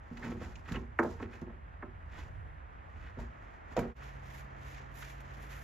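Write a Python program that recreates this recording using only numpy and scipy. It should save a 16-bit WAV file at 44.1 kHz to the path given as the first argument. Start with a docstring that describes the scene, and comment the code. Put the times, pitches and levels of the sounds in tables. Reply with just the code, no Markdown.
"""On a lawn beside a house wall, a long wooden plank is slid and knocked into a garden frame.
It scrapes and squeaks as it sticks and slips, rattles against the other boards, slaps down and lands.
Each bump makes the wood ring, and the wall and yard echo it. After a brief dip in level, work clothes
and grass rustle while a machine hums nearby. Far traffic hisses and rumbles throughout."""
import sys
import numpy as np
from scipy import signal
from scipy.fft import rfft, irfft
from scipy.io import wavfile

SR = 44100
rng = np.random.default_rng(int(sys.argv[2]) if len(sys.argv) > 2 else 0)


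def materialize(psi):
    """Save the field psi as 16-bit PCM at rate SR to the path in sys.argv[1].

    A 1-D psi becomes a single channel; in a 2-D psi each row is a channel.
    """
    bounded = np.clip(np.atleast_2d(psi).T, -1, 1)
    quanta = np.round(bounded * 32767).astype(np.int16)
    wavfile.write(sys.argv[1], SR, quanta)


N = 248283
TIME = np.arange(N) / SR
DIP_S, DIP_FADE_S, DIP_DB = 3.945, 0.043, -22  # the level dips briefly here; hum and rustle follow
CRISP_HZ = 8650  # the crisp top treble starts here

# Bumps on other boards: t/s, level/dB, top f/Hz, bottom f/Hz, clack share (0-1), first bounce/dB
PLANK_BUMPS = [(.111, -35, 300, 150, 0.3, -7.5), (.238, -38.5, 418, 160, 0.4, -3),
               (.268, -38, 397, 119, 0.5, -3), (.293, -32.5, 190, 110, 0.46, -7),
               (.318, -35.5, 900, 141, 0.07, -14), (.352, -39.5, 348, 160, .2, -11),
               (.414, -38, 500, 200, 0.14, -4), (.712, -25.5, 160, 72, .5, -12),
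               (.746, -33, 800, 130, .05, -4), (1.028, -27.5, 1100, 260, 0.03, -13),
               (1.047, -27, 564, 270, 0.3, -20), (1.199, -35.5, 910, 220, .05, 1),
               (1.418, -33, 260, 199, .35, -20), (1.474, -45, 480, 380, .1, -6),
               (3.208, -42, 280, 190, .35, -10)]
# Notes the plank rings at as it bends and twists (wider ones die sooner): f/Hz, width/Hz, level/dB
PLANK_NOTES = [(68, 39, 2), (88, 28, 7.5), (165, 44, 1.5), (199.3, 27.5, 4), (230, 40, 3), (276, 50, 2.5),
               (336, 35, 1), (384, 25, 2.5), (473.5, 38, 0.5), (549, 49, -7), (601, 17, -7.5),
               (648, 15, -9.5), (700, 67, -10), (812, 38, -6), (875, 30, -0.5), (932, 32, -3),
               (1033, 24, -2), (1094, 45, -0.5), (1256, 51, -6.5), (1317, 60, -2), (1370, 78, -6.5),
               (1650, 93, -1), (1790, 110, -5), (2040, 110, -6), (2600, 180, -15)]
KNOCK_TRAVEL_MS = 0.53  # time a 1 kHz wave takes along the plank
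def plank_knocks(gap_s=0.0235, loss_db=6.0, softening=0.58):
    """The plank bumps and bounces, each bounce weaker and duller than the last; slaps ring it too."""
    touches = []
    for s, db, top_hz, low_hz, clack_share, bounce_db in PLANK_BUMPS:
        touches.append((s, db, top_hz, low_hz, clack_share))
        for k in range(3):
            bounce_s = s + gap_s * (k + 1 + rng.uniform(-0.13, 0.118))
            duller_hz = top_hz * softening ** (k + 1)
            touches.append((bounce_s, db + bounce_db - loss_db * k, duller_hz, low_hz, clack_share))
    # just after a slap the plank rings between 297 and 1480 Hz
    touches += [(s + 0.006, ring_db, 1480, 297, 0) for s, _, ring_db in END_SLAPS]
    return knocks(touches, PLANK_NOTES, KNOCK_TRAVEL_MS, chatter_db=-9, chatter_s=0.068)


# The far end slaps down: t/s, crack level/dB, ringing level/dB
END_SLAPS = [(0.9844, -17, -24), (1.8195, -39, -36)]
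# Tone of the crack: f/Hz, level/dB
SLAP_TONE = [(150, -20), (250, 1.5), (360, 5), (550, -4), (780, -6), (1050, -4.5), (1450, -0.5), (1900, -4),
             (2400, -17), (2900, -26.5), (3400, -47), (6000, -64)]
def slaps(return_db=-12, ringing_db=-4.0, size=8192):
    """A crack runs along the plank as a falling chirp, comes back once, weaker, and rings the wood."""
    out, hz = np.zeros(N), frequencies(size)
    paths = bending(hz, travel_ms=8.0) + from_db(return_db) * bending(hz, travel_ms=21)
    chirp = irfft(from_db(at_hz(SLAP_TONE, hz)) * paths, size)[:size // 2]
    chirp = butter(chirp, 150, "high")
    ring = resonate(chirp, PLANK_NOTES)
    crack = as_blow(as_blow(chirp) + from_db(ringing_db) * as_blow(ring))
    for s, crack_db, _ in END_SLAPS:
        add(out, s, from_db(crack_db) * crack)
    return out


# The plank touches down in the frame: t/s, level/dB, top f/Hz, bottom f/Hz, clack share (0-1)
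FRAME_LANDINGS = [(3.173, -38.5, 383, 190, 0.2), (3.184, -32.5, 130, 45, 0.25),
                  (3.188, -41, 1200, 600, 0.12), (3.766, -27, 754, 560, .4), (3.7751, -21, 480, 400, .12),
                  (3.7835, -22, 420, 170, 0.3), (3.791, -32.5, 1600, 950, 0.15), (3.8, -30, 480, 140, 0.5),
                  (3.822, -34.5, 450, 220, .6), (3.833, -33.5, 260, 150, .5), (3.852, -37, 640, 380, .1),
                  (3.864, -43, 170, 70, .5), (3.884, -48, 250, 100, .6)]
# Notes of the frame boards resting on the ground: f/Hz, width/Hz, level/dB
FRAME_NOTES = [(63, 14, 8.5), (161, 23, 4.5), (244, 57, -1.5), (287, 32, 3.5), (381, 28, -1), (438, 81, -3),
               (488, 58, 2), (588, 26, -3.5), (656, 40, -9), (820, 91, -10), (876, 48, -9), (949, 35, -3.5),
               (1075, 35, -18), (1226, 74, -9), (1396, 76, -17), (1590, 45, -6), (1950, 150, -22),
               (2320, 550, -17)]
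def frame_knocks():
    """The plank lands on a corner, an edge, then its face; waves cross the short frame boards fast."""
    return knocks(FRAME_LANDINGS, FRAME_NOTES, travel_ms=0.14, chatter_db=-15, chatter_s=0.05)


# The plank hits the board beside it: t/s, level/dB, top f/Hz, bottom f/Hz
BOARD_HITS = [(.997, -33, 620, 280), (1.046, -35.5, 1000, 330), (1.222, -45, 600, 220),
              (1.417, -46, 400, 300), (1.492, -47, 650, 453)]
# Notes of that board: f/Hz, width/Hz, level/dB
BOARD_NOTES = [(229, 9, -3), (341, 16, -1), (382, 8, 3), (486, 11, -2), (597, 8, -1), (652, 8, 1),
               (690, 16, -2), (808, 14, -6), (878, 10, -5), (1032, 14, -1), (1088, 18, -3), (1323, 24, 3),
               (1664, 40, 1)]
def board_knocks():
    """The board standing on edge beside the plank rings on after it is hit."""
    touches = [(*hit, 0) for hit in BOARD_HITS]  # all ring, no clack
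    return knocks(touches, BOARD_NOTES, KNOCK_TRAVEL_MS, chatter_db=-17, chatter_s=0.03)


# Pushes of wood over wood: peak t/s, hiss level/dB, rise/s, fall/s, judder above hiss/dB, deep share (0-1)
PLANK_PUSHES = [(0.263, -50.5, 0.19, 0.18, 4.5, 0.84), (0.429, -48.5, 0.05, 0.18, -5, 0.25),
                (.70, -50, 0.061, 0.052, -9, 0.05), (0.756, -48.5, 0.083, 0.084, 6.5, 0.91),
                (1.04, -49.5, 0.037, 0.11, -15, .5), (1.105, -51, 0.11, 0.1, -24, 0.9),
                (1.224, -54, 0.048, 0.055, 10.5, 0.76), (1.34, -58.5, 0.074, 0.15, 3.5, 0.32),
                (2.195, -52.5, 0.11, 0.13, -6.5, 0.5), (3.05, -62.5, 0.23, 0.16, 5, 0.15),
                (3.205, -54.5, 0.038, 0.091, 0.5, 0.67), (3.54, -67.5, 0.52, 0.14, -5, 0.1),
                (3.73, -57.5, 0.08, .04, -1, 0.4), (3.785, -45.5, 0.029, 0.099, 6, 0.95)]
# An edge catches and creaks: middle t/s, half length/s, level/dB, bottom f/Hz
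EDGE_CREAKS = [(0.175, 0.0052, -46, 1400), (0.238, .008, -47, 1200), (0.26, .009, -50, 1400),
               (0.318, 0.01, -50, 900), (.415, .007, -53.5, 1100), (0.443, .008, -53, 1100),
               (0.663, .005, -53, 1510), (.687, .006, -45, 990), (0.722, .004, -49, 910),
               (0.754, 0.0094, -43, 1000), (1.336, 0.015, -55, 1400), (2.149, 0.033, -54.5, 1290),
               (2.21, 0.02, -54.5, 1900), (3.043, 0.046, -62.5, 1400), (3.779, .008, -42.5, 1200),
               (3.835, 0.011, -54, 700), (4.026, 0.013, -56, 1190), (5.026, .005, -48.5, 1000),
               (5.54, .045, -55.5, 1410)]
# Notes of the scraped edge: f/Hz, width/Hz, level/dB
EDGE_NOTES = [(1070, 18, -4), (1394, 330, 0.5), (1705, 67, 3), (1883, 147, 0), (2595, 113, -5),
              (2720, 76, -12.5), (2946, 82, -8.5), (3210, 230, -15.5)]
def scrapes():
    """Sticking and slipping rings the edge; under weight the whole plank joins in with a deep judder."""
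    light, heavy = tiny_slips(per_s=330, size_db=3.5, hiss=0.14)
    heavy = butter(butter(heavy, 380, "low", order=1), 120, "high")
    bright = butter(light, 960, "high")
    edge_force, deep_force = np.zeros(N), np.zeros(N)
    for s, db, rise_s, fall_s, judder_db, deep_share in PLANK_PUSHES:
        judder = from_db(db + judder_db) * stroke(s, rise_s, fall_s) ** 1.22  # grows faster than the hiss
        edge_force += np.sqrt(1 - deep_share) * judder * bright
        deep_force += np.sqrt(deep_share) * judder * heavy
    catching, _ = tiny_slips(per_s=1100, size_db=2.0, hiss=0.067)
    for s, half_s, db, low_hz in EDGE_CREAKS:
        swell = np.exp(-np.minimum(((TIME - s) / half_s) ** 2, 40) / 2)
        edge_force += from_db(db) * swell * butter(catching, low_hz, "high")
    edge_force = butter(edge_force, 4200, "low", order=4)  # soft wood rounds off each slip
    edge = resonate(edge_force, EDGE_NOTES) / np.std(resonate(light, EDGE_NOTES))
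    body = resonate(deep_force, PLANK_NOTES) / np.std(resonate(heavy, PLANK_NOTES))
    return edge + body


# Tone of wood sliding on wood: f/Hz, level/dB
SLIDE_TONE = [(200, 25), (500, 15.5), (1000, 20), (1800, -1), (2700, 5), (4000, 0.5), (7200, 1),
              (9000, -25), (10600, -8.5), (13200, -12), (15000, -34)]
def sliding():
    """The hiss of rubbing wood follows each push."""
    power = sum((from_db(db) * stroke(s, rise_s, fall_s)) ** 2
                for s, db, rise_s, fall_s, *_ in PLANK_PUSHES)
    return rubbing(SLIDE_TONE, waver_db=2.0, per_s=1200, size_db=0.5, hiss=1.0) * np.sqrt(power)


# A tight corner squeaks: middle t/s, half length/s, level/dB, f/Hz
CORNER_SQUEAKS = [(0.231, 0.0043, -44, 1750), (.559, 0.0038, -54, 2500), (0.691, 0.0081, -47, 1330),
                  (.743, 0.0039, -53, 2580), (.765, 0.01, -49, 2690)]
# Notes in a squeak: multiple of its pitch, width/Hz, level/dB
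SQUEAK_NOTES = [(1, 220, 1), (1.17, 300, -8)]
def squeaks(slip_hz=440, wobble=0.4):
    """A tight corner slips fast and unevenly, and rings at a pitch set by where it jams."""
    cycles = np.cumsum(slip_hz * (1 + wobble * drift(120))) / SR
    slips = np.diff(np.floor(cycles), prepend=0) * from_db(3.2 * drift(200))  # one click a cycle
    out = np.zeros(N)
    for s, half_s, db, hz in CORNER_SQUEAKS:
        notes = [(hz * multiple, width, note_db) for multiple, width, note_db in SQUEAK_NOTES]
        ring = rms_one(butter(resonate(slips, notes), [0.75 * hz, 1.3 * hz], "band"))
        swell = np.exp(-np.minimum(((TIME - s) / half_s) ** 4, 40))
        out += from_db(db) * swell * ring
    return out


# Splinters and grit snap: t/s, level/dB, extra top treble/dB
SPLINTER_SNAPS = [(.172, -53, -6), (0.247, -60, -4), (.304, -62, -3), (.335, -64, 7), (0.448, -60, -5),
                  (.556, -51.5, -17), (0.721, -44.5, 1), (.994, -51, 8), (1.033, -53, 8), (1.415, -59.5, 3),
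                  (3.2, -60, 5), (3.767, -41.5, -5), (3.7916, -46, 9), (4.942, -63, 10), (5.028, -57, -6),
                  (5.205, -58.5, 14), (5.422, -65, 17)]
# Tone of a snap: f/Hz, level/dB
SNAP_TONE = [(1500, -15), (2800, 12.5), (5000, 5.5), (7000, 10), (9000, -15.5), (12000, 0.5), (15500, -23)]
def snaps(fade_s=0.034, rise_s=0.001097, size=4096):
    """Short bright cracks where edges catch; the smallest splinters are the crispest."""
    out, t = np.zeros((2, N)), TIME[:size]
    for s, db, crisp_db in SPLINTER_SNAPS:
        tone = [(hz, tone_db + crisp_db * (hz > CRISP_HZ)) for hz, tone_db in SNAP_TONE]
        crack = spread(rng.standard_normal((2, size)), tone, NEARBY_WIDTH)
        add(out, s - rise_s, crack * from_db(db - 60 * t / fade_s) * (1 - np.exp(-t / rise_s)))
    return out


# Swishes of clothes and grass: peak t/s, level/dB, rise/s, fall/s, extra top treble/dB
CLOTH_SWISHES = [(3.968, -64, 0.069, .09, -2), (4.038, -58, 0.056, 0.11, -1), (4.10, -63.5, .07, .11, -3),
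                 (4.29, -62, 0.13, .14, 0), (4.378, -58, 0.15, 0.088, 6.5), (4.705, -58, 0.15, 0.12, 2),
                 (4.775, -58.5, 0.084, 0.12, -16), (4.958, -61, .025, 0.088, 8),
                 (4.992, -62.5, 0.071, 0.14, 15.5), (5.028, -53, 0.055, 0.11, -2),
                 (5.103, -58.5, 0.11, 0.12, 4), (5.34, -64.5, 0.33, 0.12, -5), (5.43, -62, 0.15, 0.14, 7.5),
                 (5.515, -57.5, 0.064, 0.16, 6.5), (5.575, -70.5, 0.081, 0.088, 18),
                 (5.625, -60.5, 0.049, .1, 11)]
# Tone of the rustle: f/Hz, level/dB
RUSTLE_TONE = [(500, -45), (1800, 18.5), (3000, 9.5), (4500, 1.5), (7000, 2), (9000, -23), (10600, -5.5),
               (12000, -3.5), (13700, -8), (15200, -32)]
def rustling(stir_db=-73):
    """Cloth and grass swish with each movement, crispest where it is fastest."""
    soft_power = (from_db(stir_db) * (TIME > DIP_S)) ** 2  # faint rustle between the swishes
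    crisp_power = 0
    for s, db, rise_s, fall_s, crisp_db in CLOTH_SWISHES:
        speed = stroke(s, rise_s, fall_s)
        soft_power += (from_db(db) * speed) ** 2
        crisp_power += (from_db(db + crisp_db) * speed ** 1.18) ** 2
    fibres = rubbing(RUSTLE_TONE, waver_db=1.5, per_s=1500, size_db=1.8, hiss=0.85)
    soft = butter(fibres, CRISP_HZ, "low", order=4) * np.sqrt(soft_power)
    crisp = butter(fibres, CRISP_HZ, "high", order=4) * np.sqrt(crisp_power)
    return soft + crisp


def wall_echo(x, delay_s=0.00367, echo_db=-13.0, low_hz=424):
    """The house wall throws the sound back from the side."""
    late = np.interp(TIME - delay_s, TIME, butter(x, low_hz, "high", order=1))
    return from_db(echo_db) * late * np.array([[1], [-1]])


# How long the yard echoes: f/Hz, time to fade by 60 dB/s
YARD_FADE = [(100, 0.47), (400, 0.29), (1000, 0.19), (2500, 0.096), (10000, 0.098)]
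# Stereo width of nearby sounds and their echoes: f/Hz, side above middle/dB
NEARBY_WIDTH = [(100, -10.5), (250, -13), (700, -4.5), (1300, -8.5), (2400, -5), (4400, -2.5), (7200, -7),
                (9000, 0), (11000, -14)]
def yard_echoes(x, echo_db=-10.5, build_s=0.004, size=24000):
    """Echoes from the walls and fence gather after a blow and die away, the treble first."""
    t, edges_hz = TIME[:size], np.geomspace(50, 15000, 11)
    noise = spread(rng.standard_normal((2, size)), [(50, 0), (15000, 0)], NEARBY_WIDTH)
    tail = 0
    for low, high in zip(edges_hz, edges_hz[1:]):
        fade_s = at_hz(YARD_FADE, np.sqrt(low * high))
        tail += butter(noise, [low, high], "band") * from_db(-60 * t / fade_s)
    tail = rms_one(tail * (1 - np.exp(-t / build_s))) / np.sqrt(size)
    return from_db(echo_db) * signal.fftconvolve(x, tail, axes=1)[:, :N]


# Tones of the machine: f/Hz, level/dB
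HUM_TONES = [(53.8, -52), (67.3, -64), (134.6, -55), (202, -70.5)]
def machine_hum():
    """A fan and a compressor turn at different speeds; their low tones throb from the dip onwards."""
    tones = sum(from_db(db + 0.5 * drift(7.2)) * np.sin(2 * np.pi * hz * TIME + 0.1 * drift(1.8))
                for hz, db in HUM_TONES)
    return np.sqrt(2) * tones * (TIME > DIP_S)


# Tone of the traffic rumble: f/Hz, level/dB
RUMBLE_TONE = [(22, -11), (33, -15), (45, 11), (58, 9), (90, 9.5), (120, -2.5), (170, -6.5), (300, -62.5)]
# Rumble between surges, before the dip: t/s, level/dB
RUMBLE_BASE = [(0.0, -55.5), (0.47, -50.5), (1.76, -50.5), (2.16, -48), (2.79, -52), (3.17, -51.5),
               (3.56, -56.5), (3.9, -49)]
# Tone of the tyre hiss: f/Hz, level/dB
TYRE_TONE = [(90, -28), (160, 1), (260, 2), (400, -2), (700, -1), (1200, -3), (1850, -1), (2500, -9.5),
             (3200, -17.5), (4300, -30), (7000, -40.5), (9000, -53), (12000, -50), (15000, -52)]
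# Stereo width of the traffic: f/Hz, side above middle/dB
TRAFFIC_WIDTH = [(60, -13), (120, -7.5), (200, -5), (380, -4), (700, 7), (1290, 6), (2380, -7.5),
                 (4400, -4.5), (8000, 12), (13000, -1)]
def traffic(late_rumble_db=-55, surge_db=2.0, far_db=-61.5, near_db=-56.5, approach_s=3.22):
    """Far traffic rumbles in surges, and its tyre hiss swells as it comes nearer."""
    base_db = np.where(TIME < DIP_S, np.interp(TIME, *np.transpose(RUMBLE_BASE)), late_rumble_db)
    rumble_db = base_db + surge_db * np.abs(drift(1.8))
    nearness = (1 + np.tanh(TIME - approach_s)) / 2
    tyres_db = far_db + (near_db - far_db) * nearness
    rumble = spread(rng.standard_normal((2, N)), RUMBLE_TONE, TRAFFIC_WIDTH)
    tyres = spread(rng.standard_normal((2, N)), TYRE_TONE, TRAFFIC_WIDTH)
    return rumble * from_db(rumble_db) + tyres * from_db(tyres_db + 0.74 * drift(22))


def knocks(touches, notes, travel_ms, chatter_db, chatter_s, chatter_per_s=700, size=16384):
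    """Each touch clacks, chatters briefly and rings the wood; a harder one reaches a higher pitch."""
    out, t = np.zeros(N), TIME[:size]
    tap = signal.unit_impulse(size)
    each_note = np.array([(-1) ** k * resonate(tap, [note]) for k, note in enumerate(notes)])
    for s, db, top_hz, low_hz, clack_share in touches:
        # the spot that is struck favours some notes over others
        ringing = rfft(from_db(2.5 * rng.standard_normal(len(notes))) @ each_note)
        chatter = rng.standard_normal(size) * (rng.random(size) < chatter_per_s / SR)
        force = tap + chatter * from_db(chatter_db - 60 * t / chatter_s)
        wave = rfft(force) * bending(frequencies(size), travel_ms)
        clack_and_ring = irfft(np.array([wave, wave * ringing]), size)
        clack, ring = butter(butter(clack_and_ring, top_hz, "low"), low_hz, "high")
        clack = butter(butter(clack, top_hz, "low"), low_hz, "high", order=1)
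        blow = np.sqrt(clack_share) * as_blow(clack) + np.sqrt(1 - clack_share) * as_blow(ring)
        add(out, s, from_db(db) * blow)
    return out


def resonate(force, notes):
    """A force rings all the notes of an object at once; every second one is flipped in sign."""
    out = 0
    for k, (hz, width, db) in enumerate(notes):
        r = np.exp(-np.pi * width / SR)  # share of the swing left after one sample
        poles = [1, -2 * r * np.cos(2 * np.pi * hz / SR), r * r]
        out += (-1) ** k * from_db(db) * (1 - r * r) / 2 * signal.lfilter([1, 0, -1], poles, force)
    return out


def bending(hz, travel_ms):
    """A bending wave carries the treble ahead of the bass; 1 kHz takes the given time."""
    return np.exp(-4j * np.pi * travel_ms * np.sqrt(hz / 1000))


def tiny_slips(per_s, size_db, hiss):
    """Two streams of tiny slips of uneven size over a smooth hiss."""
    sizes = from_db(size_db * np.minimum(rng.exponential(1, (2, N)), 4)) * rng.choice([-1, 1], (2, N))
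    slips = sizes * (rng.random((2, N)) < per_s / SR)
    return rms_one(slips) + hiss * rng.standard_normal((2, N))


def rubbing(tone, waver_db, per_s, size_db, hiss):
    """A crowd of tiny slips whose strength wavers as the surfaces catch."""
    return spread(tiny_slips(per_s, size_db, hiss), tone, NEARBY_WIDTH) * from_db(waver_db * drift(41))


def stroke(peak_s, rise_s, fall_s, range_db=19.5):
    """One movement swells to 1 and dies away, changing by range_db over its rise and its fall."""
    away = np.maximum((peak_s - TIME) / rise_s, (TIME - peak_s) / fall_s)
    return from_db(-range_db * np.minimum(away, 10))


def spread(pair, tone, width):
    """Shape two unrelated noises into a middle and a side; return left and right."""
    size = pair.shape[1]
    hz = frequencies(size)
    shaped = rfft(pair) * from_db(at_hz(tone, hz))
    middle = irfft(shaped[0], size)
    side = irfft(shaped[1] * from_db(at_hz(width, hz)), size)
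    return np.array([middle + side, middle - side]) / np.std(middle)


def drift(rate_hz):
    """A random wander of typical size 1, mostly slower than the given rate."""
    return rms_one(irfft(rfft(rng.standard_normal(N)) / (1 + (frequencies(N) / rate_hz) ** 2), N))


def butter(x, hz, kind, order=2):
    """Filter that keeps the lows, the highs or a band."""
    sections = signal.butter(order, np.clip(hz, 10, SR / 2 - 500), kind, fs=SR, output="sos")
    return signal.sosfilt(sections, x)


def frequencies(size):
    """The frequencies in Hz that make up a sound of this many samples."""
    return np.arange(size // 2 + 1) * SR / size


def at_hz(points, hz):
    """Read between the rows of a table, with octaves evenly spaced."""
    f, value = np.transpose(points)
    return np.interp(np.log(np.maximum(hz, 1)), np.log(f), value)


def from_db(db):
    """Turn decibels into a multiplier."""
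    return 10 ** (np.asarray(db) / 20)


def rms_one(x):
    """Scale to a typical size (rms) of 1."""
    return x / np.sqrt(np.mean(x ** 2) + 1e-20)


def as_blow(x):
    """Scale a blow so that its energy, spread over 3 ms, has rms 1."""
    return x / np.sqrt(np.sum(x ** 2) / (0.003 * SR))


def add(out, s, sound):
    """Mix a short sound in at s seconds."""
    start = int(s * SR)
    out[..., start:start + sound.shape[-1]] += sound[..., :N - start]


def scene(left_lag_s=0.000016, tilt_db=0.92):
    """The work in front of traffic and hum, a little earlier and stronger on the right."""
    wood = plank_knocks() + slaps() + frame_knocks() + board_knocks() + scrapes() + squeaks()
    stereo_wood = wood + wall_echo(wood) + snaps()
    left, right = stereo_wood + yard_echoes(stereo_wood) + sliding() + rustling()
    delay = np.exp(-2j * np.pi * left_lag_s * frequencies(N))
    work = np.array([irfft(rfft(left) * delay, N), right])
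    dip = np.clip(np.abs(TIME - DIP_S) / DIP_FADE_S, from_db(DIP_DB), 1)
    return (work + traffic() + machine_hum()) * dip * from_db([[-tilt_db], [tilt_db]])


def record(dry):
    """The very highest treble is cut steeply, 60 dB down by 16 kHz."""
    return signal.sosfilt(signal.cheby2(14, 60, 16000, fs=SR, output="sos"), dry)


dry = scene()
out = record(dry)
materialize(out)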